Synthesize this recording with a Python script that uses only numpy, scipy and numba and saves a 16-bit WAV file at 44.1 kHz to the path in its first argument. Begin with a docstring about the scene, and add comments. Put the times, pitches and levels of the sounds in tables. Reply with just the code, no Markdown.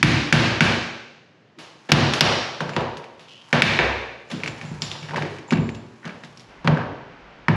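"""The tail of a hammer blow is still ringing in a hard bathroom when the next blows land close to a small
camera. Tiles come off the wall: each contact ticks, cracks, rings damped tile and hammer modes and thumps the
boxed wall. Shards clack and slide, tools are set down, a hand rummages in grit behind a pipe; thin high tones
flicker. Dense echoes hang for most of a second; the camera's gain control ducks at each loud blow, so the room
seems to swell just after it. Steady building noise lies behind; late on, the background holds more bass noise."""
import sys
import numpy as np
from scipy import signal
from scipy.fft import rfft, irfft
from scipy.io import wavfile
from scipy.ndimage import uniform_filter1d, minimum_filter1d
from numba import njit

SR = 44100
rng = np.random.default_rng(int(sys.argv[2]) if len(sys.argv) > 2 else 0)


def wav_record(signal):
    """Record a signal, one row per channel, as 16-bit PCM in the file named by sys.argv[1]."""
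    frames = np.transpose(np.atleast_2d(signal))
    bounded = np.clip(frames, -1, 1)
    # unit amplitude maps onto the largest positive 16-bit level
    quanta = np.round(bounded * 32767).astype(np.int16)
    wavfile.write(sys.argv[1], SR, quanta)


N = 333382
LEAD = 13230  # samples played before the start, so that an earlier blow still rings

# Levels are those ahead of the microphone colour and the gain control.
# hammer on tile, floor or chisel; ring, thump and room are relative to the level:
# start_s, level_db, pitch_hz, tilt_db_per_octave, ring_db, thump_db, room_db
BLOWS = [(-.27, 20.5, 1760, 5.5, -11, -18, -12), (.0285, 13, 2300, 2, -1, -9, 1.5),
         (.3255, 10, 2300, 1, -0.5, -9, 4), (.6068, 5.5, 2300, 1, 0.5, -7.5, 6),
         (1.9185, 17.5, 5150, -3.5, -1.5, -14, -3.5), (2.1360, 2, 4600, -0.5, -20, -33, 1.5),
         (2.2083, 13.5, 5520, -3.5, 4, -18.5, -0.5), (2.7640, -9.5, 1060, -1, -2.5, -5, 4.5),
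         (3.5283, -1, 2130, -1.5, 1.5, -7, 6), (3.6206, 8, 2770, 0.5, 7, -13, 2),
         (3.7892, -7, 2260, -3.5, 9, -8, 8), (6.6746, -5, 1560, -4, 3.5, -1, 0),
         (7.4830, -7.5, 1800, -3, 7.5, 3, 1.5)]
# shards and tools touching: start_s, level_db, pitch_hz, ring_db, room_db
CLACKS = [(1.5863, -29, 3900, -19, 20), (1.8894, -30, 1800, -3, 26), (2.605, -15.5, 1370, 0.5, 5),
          (2.6925, -20.5, 1510, -1, 1), (2.735, -26, 2540, 0, 9), (2.807, -25.5, 3000, 4, -11),
          (2.970, -20.5, 3600, -8, 0), (2.984, -33, 3600, -6, 6), (3.041, -32, 2620, 1, -11),
          (3.1943, -32.5, 3660, -6, 15.5), (3.284, -45, 3170, 9, -1), (4.3001, -28.5, 3120, -10, 21.5),
          (4.314, -16.5, 3200, -3.5, 4), (4.4014, -30, 1900, -4, 6), (4.4351, -15, 2350, 0, 3),
          (4.46, -20.5, 2280, 3, 4.5), (4.476, -12.5, 2350, -6, -10), (4.613, -24.5, 2210, 1, 7),
          (4.8202, -10, 4680, 5, 8), (4.915, -17.5, 3600, 4, 7), (4.952, -29, 950, -7, 1),
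          (5.0287, -28, 2600, -2, 12), (5.0865, -22.5, 1560, -11, -6), (5.093, -29, 1560, -2, -11),
          (5.108, -23.5, 1520, -1, 4), (5.1349, -25.5, 950, 3, -3), (5.1436, -23, 940, 4, 1),
          (5.1596, -16, 2020, 0, 9), (5.169, -17, 1300, -6, -3.5), (5.181, -26.5, 940, 10.5, -7),
          (5.2219, -20.5, 1840, 1, -20), (5.252, -29, 1990, 4, 10.5), (5.3843, -26.5, 2224, -4, -1),
          (5.486, -39, 950, 4.5, 9), (5.5071, -14, 2670, 1.5, -1), (5.523, -13.5, 1180, -0.5, 0),
          (5.552, -28, 2300, -5, 4), (5.571, -26, 2500, 0, 2), (5.6908, -24, 2300, 1, -20),
          (5.7479, -24.5, 3000, -7, 2), (6.0412, -38, 1515, -3, 3), (6.0523, -23.5, 1670, -9, 3),
          (6.075, -25.5, 1560, -5, 3), (6.095, -32, 2270, 0, 4), (6.2358, -26, 1600, -4.5, -11),
          (6.247, -27.5, 3600, -7, 6), (6.3736, -24, 5300, -4.5, -4), (6.3959, -26.5, 5080, -5, 6),
          (6.404, -30, 5050, -4, -6), (6.6451, -26.5, 1300, 2.5, 13.5), (6.772, -29, 1510, 15, -1)]
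# soft knocks of hand, knee or bag on the boxed wall and floor:
# start_s, level_db, pitch_hz, ring_length (multiplies the wall's t60)
THUDS = [(1.575, -36.5, 400, 1.9), (1.893, -16, 200, 0.42), (2.61, -23.5, 143, 2.4), (3.804, -7.5, 65, 2.4),
         (4.324, -20, 176, 1.5), (4.34, -19, 420, 0.95), (4.631, -25.5, 131, 4.6),
         (4.715, -10.5, 129, 0.15), (5.022, -23, 122, 0.68), (5.14, -21, 124, 1.6),
         (5.201, -21.5, 122, 1.2), (5.225, -15, 430, 0.85), (5.258, -22, 396, 0.38),
         (5.521, -2.5, 248, 0.61), (5.539, -9.5, 77.6, 2), (5.581, -9, 187, 0.59), (5.841, -34, 240, 0.91),
         (6.051, -27.5, 195, 1.2), (6.646, -6, 146, 0.25), (6.721, -5, 166, 0.35)]
# level curve of hand and cloth among grit: time_s, level_db
RUMMAGE = [(1.57, -63), (1.638, -41.5), (1.764, -54.5), (1.9, -45), (3.05, -52), (3.358, -57), (3.5, -42.5),
           (4.18, -56), (4.484, -41), (4.87, -39), (5.062, -44.5), (5.23, -49), (5.342, -40), (5.574, -70),
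           (5.83, -52), (6.05, -49), (6.43, -49), (6.65, -58.5)]
# hammer head dragged on the floor: start_s, hold_s, level_db
SCRAPE = (3.286, 0.11, -45.5)
# short bursts of thin high flickering tones: start_s, hold_s, level_db
FLICKER = [(2.68, 0.13, -50), (4.29, .1, -48), (4.47, .03, -40), (4.656, 0.06, -46), (4.816, 0.027, -30),
           (4.904, 0.12, -48), (5.48, .02, -42.5), (5.524, 0.018, -44), (5.605, 0.16, -48)]
# heaps of broken tile that slide and settle: start_s, hold_s, level_db (per mode, at the pitch), pitch_hz
CRUMBLE = [(5.127, 0.023, -45, 1030), (5.518, 0.021, -33.5, 2310), (6.045, 0.041, -44.5, 1700),
           (6.766, 0.019, -30, 1052)]
# damped modes of the tiles, and near 5 kHz of the steel hammer head: mode_hz, relative_db, t60_s
STRUCK_MODES = [(934, 18.5, 0.018), (1193, 12.5, 0.0058), (1560, 7, 0.016), (1800, 8, 0.012),
                (2300, 10.5, 0.0088), (2724, 4, 0.0091), (3600, 11, 0.0058), (4346, 1, 0.008),
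                (5010, 1.5, 0.017), (5050, -11, 0.057), (5540, 8.5, 0.012), (6100, -7, 0.0036),
                (7100, -22.5, .012), (8200, -1, 0.0093)]
# modes of the boxed wall before detuning and damping: mode_hz, relative_db, t60_s
WALL_MODES = [(65.4, -9, 0.21), (102.3, -4, 0.26), (122, -12, 0.74), (146, -1.5, 0.28), (177.4, -8.5, 0.37),
              (204.3, -11, 0.22), (240, -1, 0.13), (289.8, -4, 0.076), (320.7, -1.5, 0.038),
              (421.6, -21, 0.24)]
# thin high tones around 7 and 10 kHz: tone_hz, relative_db, t60_s
FLICKER_TONES = [(7120, 0, .03), (7270, 0, .03), (10150, -12, .02)]
# the bathroom's echoes by band: band_hz, relative_db, t60_s
ROOM_BANDS = [(65, 20, 0.64), (170, -5, 0.51), (405, 17.5, 0.92), (1120, 5, 0.81), (2253, 0, 0.88),
              (3800, 2.5, 0.86), (7200, -5, 0.93), (14000, 9, 0.18)]
# spectrum of the building noise: freq_hz, relative_db
HOUSE_SPECTRUM = [(18, -64.5), (30, -51), (108, -6), (207, -17.5), (593, -24), (930, -32), (1830, -32.5),
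                  (8660, -45), (12000, -52.5), (15600, -83.5), (22000, -120)]
# frequency response of the camera microphone: freq_hz, gain_db
MIC_RESPONSE = [(15, -45), (45, -27.5), (70, -21), (150, -2), (1400, 1.5), (2300, 1), (3050, 1), (3350, -2),
                (5050, -4.5), (5700, -6.5), (6600, -9.5), (7600, -15), (8800, -24), (9150, -30),
                (9500, -17), (12000, -36), (16000, -51)]
# spectra of grit under the hand, of the scrape and of the late bass noise: freq_hz, relative_db
GRIT_SPECTRUM = [(200, -38.5), (900, 16.5), (3000, 3.5), (8000, 11.5), (14000, 12.0)]
SCRAPE_SPECTRUM = [(2000, -34), (2850, -11), (3200, -8.5), (3600, -18), (7000, -21.5)]
LATE_BASS_SPECTRUM = [(15, 1), (35, 1), (55, 1), (85, -33.0), (150, -29.0), (500, -32.5), (2000, -38.0),
                      (7000, -53.5), (9000, -60)]

SPOT_DB = 1.5  # how much the mode mix varies from one contact to the next
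# a clack at 2 kHz; smaller pieces sound higher, crack brighter and thump less
CLACK_TILT_DB, CLACK_THUMP_DB = -0.52, -11.5  # tilt is in dB per octave
TILT_DB_PER_OCT, THUMP_DB_PER_OCT = 2.5, -5.5  # change per octave of pitch
THUD_CYCLES, THUD_ROOM_DB = 0.13, -7  # the push lasts this share of a cycle at the pitch
HAND_ROOM_DB = -6.5
# times to rise or fall by 60 dB
SCRAPE_RISE_S, SCRAPE_FALL_S = 0.04, 0.35
FLICKER_RISE_S, FLICKER_FALL_S = 0.018, 0.24
CRUMBLE_RISE_S, CRUMBLE_FALL_S = 0.068, 0.19
HOUSE_DB = -52
LATE_BASS_S, LATE_BASS_DB = 6.5, -28.5
TOP_HZ = 16500  # top of the camera's band


def hits(events, spread_oct, broad_oct, crack_s, rise_s, far_ring_db, tick_db):
    """Each contact ticks, cracks, rings tile and hammer modes near its pitch and thumps the wall; returns
    direct sound and what reaches the walls from three spots."""
    near, far = np.zeros(N + LEAD), np.zeros((3, N + LEAD))
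    t = np.arange(2048) / SR
    octave = np.arange(-5, 4.1, .5)  # from 1 kHz
    tick = 1. * (t == 0)
    onset = 1 - np.exp(-t / rise_s)
    for k, (s, db, hz, tilt, ring_db, thump_db, room_db) in enumerate(events):
        tone = ring(STRUCK_MODES, near_pitch(STRUCK_MODES, hz, spread_oct, SPOT_DB), size=len(t)) * onset
        tone *= undb(ring_db) / np.abs(tone).max()

        # a tilted hump around the pitch
        hump_db = tilt * octave - 3 * ((octave - np.log2(hz / 1000)) / broad_oct) ** 2
        broad = np.c_[1000 * 2 ** octave, hump_db]
        crack = colour(rng.standard_normal(len(t)) * np.exp(-t / crack_s) * onset, broad)
        crack /= np.abs(crack).max()
        snap = colour(tick, broad)
        snap /= np.sqrt(np.sum(snap ** 2))
        boom = thump(119, 1.224, 1.82, 0.9) * undb(db + thump_db)

        add(near, s, (tone + crack + undb(tick_db) * tick) * undb(db))
        add(near, s, boom)
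        # all round the tool the contact is a broad snap; the boom goes with it,
        # the ring reaches the walls from another spot
        add(far[k % 3], s, undb(db + room_db + 10.5) * snap)
        add(far[(k + 1) % 3], s, undb(db + room_db + far_ring_db) * tone)
        add(far[k % 3], s, boom * undb(-5.5))
    return near, far


def clacks():
    """Rows for hits(): tilt and thump of each clack follow from its pitch."""
    s, db, hz, ring_db, room_db = np.transpose(CLACKS)
    octaves_up = np.log2(hz / 2000)
    tilt = CLACK_TILT_DB + TILT_DB_PER_OCT * octaves_up
    thump_db = CLACK_THUMP_DB + THUMP_DB_PER_OCT * octaves_up
    return np.c_[s, db, hz, tilt, ring_db, thump_db, room_db]


def thuds():
    """A soft contact only booms; returns direct sound and what reaches the walls."""
    near = np.zeros(N + LEAD)
    for s, db, hz, length in THUDS:
        push_ms = THUD_CYCLES / hz * 1000
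        add(near, s, undb(db) * thump(hz, 0.47, push_ms, length))
    return near, near * undb(THUD_ROOM_DB)


def thump(hz, spread_oct, push_ms, length):
    """The boxed wall booms after a smooth push, detuned a little and damped by whatever leans on it."""
    held = np.array(WALL_MODES) * [1, 1, length]
    held[:, 0] *= 1 + 0.015 * rng.standard_normal(len(WALL_MODES))
    push = np.hanning(max(int(push_ms * SR / 1000), 3))
    boom = ring(held, near_pitch(WALL_MODES, hz, spread_oct, SPOT_DB), size=SR // 2)
    return signal.fftconvolve(boom, push / push.sum())


def near_pitch(modes, hz, spread_oct, scatter_db):
    """Mode gains: strongest near the pitch, a little different at each spot; neighbours in antiphase."""
    octaves_off = np.log2(np.array(modes)[:, 0] / hz)
    near = np.exp(-.5 * (octaves_off / spread_oct) ** 2)
    return near * undb(scatter_db * rng.standard_normal(len(modes))) * (-1) ** np.arange(len(modes))


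def ring(modes, gains, size):
    """Response of damped modes to a tap: a sum of decaying sines."""
    hz, db, t60 = np.transpose(modes)
    t = np.arange(size)[:, None] / SR
    return (np.sin(2 * np.pi * hz * t) * np.exp(-np.log(1000) * t / t60)) @ (gains * undb(db))


def rummage():
    """Hand in grit, dragged hammer head, sliding shards and flickering tones, all driven by random grains."""
    hand = grit() * curve(RUMMAGE)
    hand += scrape()
    hand += shards()
    hand += flicker()
    return np.pad(hand, (LEAD, 0))


def grit():
    """Grains under the hand, coloured strongest near 900 Hz with plenty of treble, at unit level."""
    return unit(colour(grains(4., .11), GRIT_SPECTRUM))


def scrape():
    """Sparser grains under the dragged hammer head, coloured around 3 kHz."""
    rub = unit(colour(grains(1.7, 0.024), SCRAPE_SPECTRUM))
    return rub * burst(*SCRAPE, SCRAPE_RISE_S, SCRAPE_FALL_S)


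def shards():
    """Separate small knocks; each rings the struck modes in its own mix, near the pitch of its heap."""
    knocks, out = grains(2.5, .014), 0
    weights = np.array([near_pitch(STRUCK_MODES, hz, 0.49, SPOT_DB) for *_, hz in CRUMBLE])
    levels = np.array([burst(*row[:-1], CRUMBLE_RISE_S, CRUMBLE_FALL_S) for row in CRUMBLE])
    for weight, mode in zip(weights.T, STRUCK_MODES):
        tap = ring([mode], np.ones(1), size=2048)
        rung = signal.fftconvolve(knocks * rng.standard_normal(N), tap)[:N]
        out = out + unit(rung) * (weight @ levels)
    return out


def flicker():
    """Thin high flickering tones in short bursts: dense grains ring decaying sines around 7 and 10 kHz."""
    tap = ring(FLICKER_TONES, np.ones(3), size=4096)
    tones = unit(signal.fftconvolve(grains(3., .2), tap)[:N])
    return tones * sum(burst(*row, FLICKER_RISE_S, FLICKER_FALL_S) for row in FLICKER)


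def grains(spike_db, density):
    """Scattered grains, a few much bigger than the rest; density is the share of samples struck."""
    size = np.minimum(rng.exponential(size=N), 3)
    return rng.standard_normal(N) * undb(spike_db * size) * (rng.random(N) < density)


def burst(s, hold_s, db, rise_s, fall_s):
    """Gain that rises to s, holds and dies away, straight in dB."""
    t = np.arange(N) / SR - s
    slope = np.maximum(-t / rise_s, (t - hold_s) / fall_s)
    return undb(db - 60 * np.maximum(slope, 0))


def curve(rows, fade_s=0.0067):
    """Gain from a dB table, silent outside it."""
    t = np.arange(N) / SR
    s, db = np.transpose(rows)
    edge = np.clip(np.minimum(t - s[0], s[-1] - t) / fade_s, 0, 1)
    return undb(np.interp(t, s, db)) * edge


def room(x, gap_s=0.00022, build_s=0.0014):
    """Dense echoes of the hard room: half-octave noise bands that build up and then die at their own rates."""
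    t, echoes = np.arange(int(1.5 * SR)) / SR, 0
    hz, db, t60 = np.transpose(ROOM_BANDS)
    for f in 45 * 2 ** np.arange(0, 8.5, .5):
        sos = signal.butter(2, [f * .84, f * 1.19], "band", fs=SR, output="sos")
        band = signal.sosfilt(sos, rng.standard_normal(len(t)))
        band_db = np.interp(np.log(f), np.log(hz), db)
        band_t60 = np.interp(np.log(f), np.log(hz), t60)
        echoes = echoes + band * undb(band_db - 60 * t / band_t60)
    echoes = echoes * (1 - np.exp(-np.maximum(t - gap_s, 0) / build_s))
    return signal.fftconvolve(x, echoes / np.sqrt(np.sum(echoes ** 2)))[:len(x)]


def house():
    """Steady noise of the building: coloured noise."""
    return unit(colour(rng.standard_normal(N), HOUSE_SPECTRUM)) * undb(HOUSE_DB)


def late_bass():
    """The background changes late: more bass noise from there on."""
    bass = unit(colour(rng.standard_normal(N), LATE_BASS_SPECTRUM))
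    return bass * burst(LATE_BASS_S, N / SR, LATE_BASS_DB, 0.13, 1)


def undb(db):
    """Amplitude factor of a level in dB."""
    return 10 ** (np.asarray(db) / 20)


def unit(x):
    """Scale to an RMS of one."""
    return x / np.sqrt(np.mean(x ** 2))


def add(track, s, sound):
    """Lay a sound into a track that begins LEAD samples early."""
    i = int(s * SR) + LEAD
    track[i:i + len(sound)] += sound[:len(track) - i]


def colour(x, points):
    """Shape the spectrum by (Hz, dB) points without sounding early (minimum phase)."""
    hz, db = np.transpose(points)
    bin_hz = np.arange(4097) * SR / 8192
    log_gain = np.interp(np.log(bin_hz + 1), np.log(hz), db) * np.log(10) / 20
    # folding the cepstrum onto positive time makes the filter causal
    cepstrum = irfft(log_gain)
    cepstrum[1:4096] *= 2
    cepstrum[4097:] = 0
    return signal.fftconvolve(x, irfft(np.exp(rfft(cepstrum))))[:len(x)]


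def scene():
    """Direct sound close to the camera, its echoes from three spots, and the background."""
    blow_near, blow_far = hits(BLOWS, spread_oct=0.52, broad_oct=1.43, crack_s=0.0039, rise_s=0.0002,
                               far_ring_db=-9.5, tick_db=2.5)
    clack_near, clack_far = hits(clacks(), spread_oct=0.34, broad_oct=2.55, crack_s=0.0089, rise_s=0.0001,
                                 far_ring_db=-9.5, tick_db=-6.5)
    thud_near, thud_far = thuds()
    hand = rummage()
    far = blow_far + clack_far
    far[0] += thud_far + undb(HAND_ROOM_DB) * hand
    echoes = sum(room(spot) for spot in far)
    work = blow_near + clack_near + thud_near + hand + echoes
    return (work[LEAD:] + house() + late_bass())[None]


@njit
def duck(need, attack, release):
    """Gain in dB that drops fast to what is needed and creeps back."""
    out, g = np.empty(len(need)), 0.
    for i in range(len(need)):
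        g += (need[i] - g) * (attack if need[i] < g else release)
        out[i] = g
    return out


def record(dry, top_db=-8.5, ratio=6.95, ahead_s=0.011, window_s=0.0012, attack_s=0.01, release_s=0.063):
    """Microphone colour, gain control that looks a little ahead, clipping, top cut."""
    x = colour(dry[0], MIC_RESPONSE)
    power = uniform_filter1d(x ** 2, int(window_s * SR) + 1)
    level_db = 10 * np.log10(power.clip(1e-12))
    need = -np.maximum(level_db - top_db, 0) * (1 - 1 / max(ratio, 1))
    half = int(ahead_s * SR / 2)
    need = minimum_filter1d(need, 2 * half + 1, origin=-half)  # the window lies wholly ahead
    x = x * undb(duck(need, 1 / (attack_s * SR), 1 / (release_s * SR)))
    x = np.clip(1.2 * np.tanh(x / 1.2), -1, 1)  # peaks round off before they clip
    return signal.sosfilt(signal.ellip(8, .2, 70, TOP_HZ, fs=SR, output="sos"), x)[None]


dry = scene()
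out = record(dry)
wav_record(out)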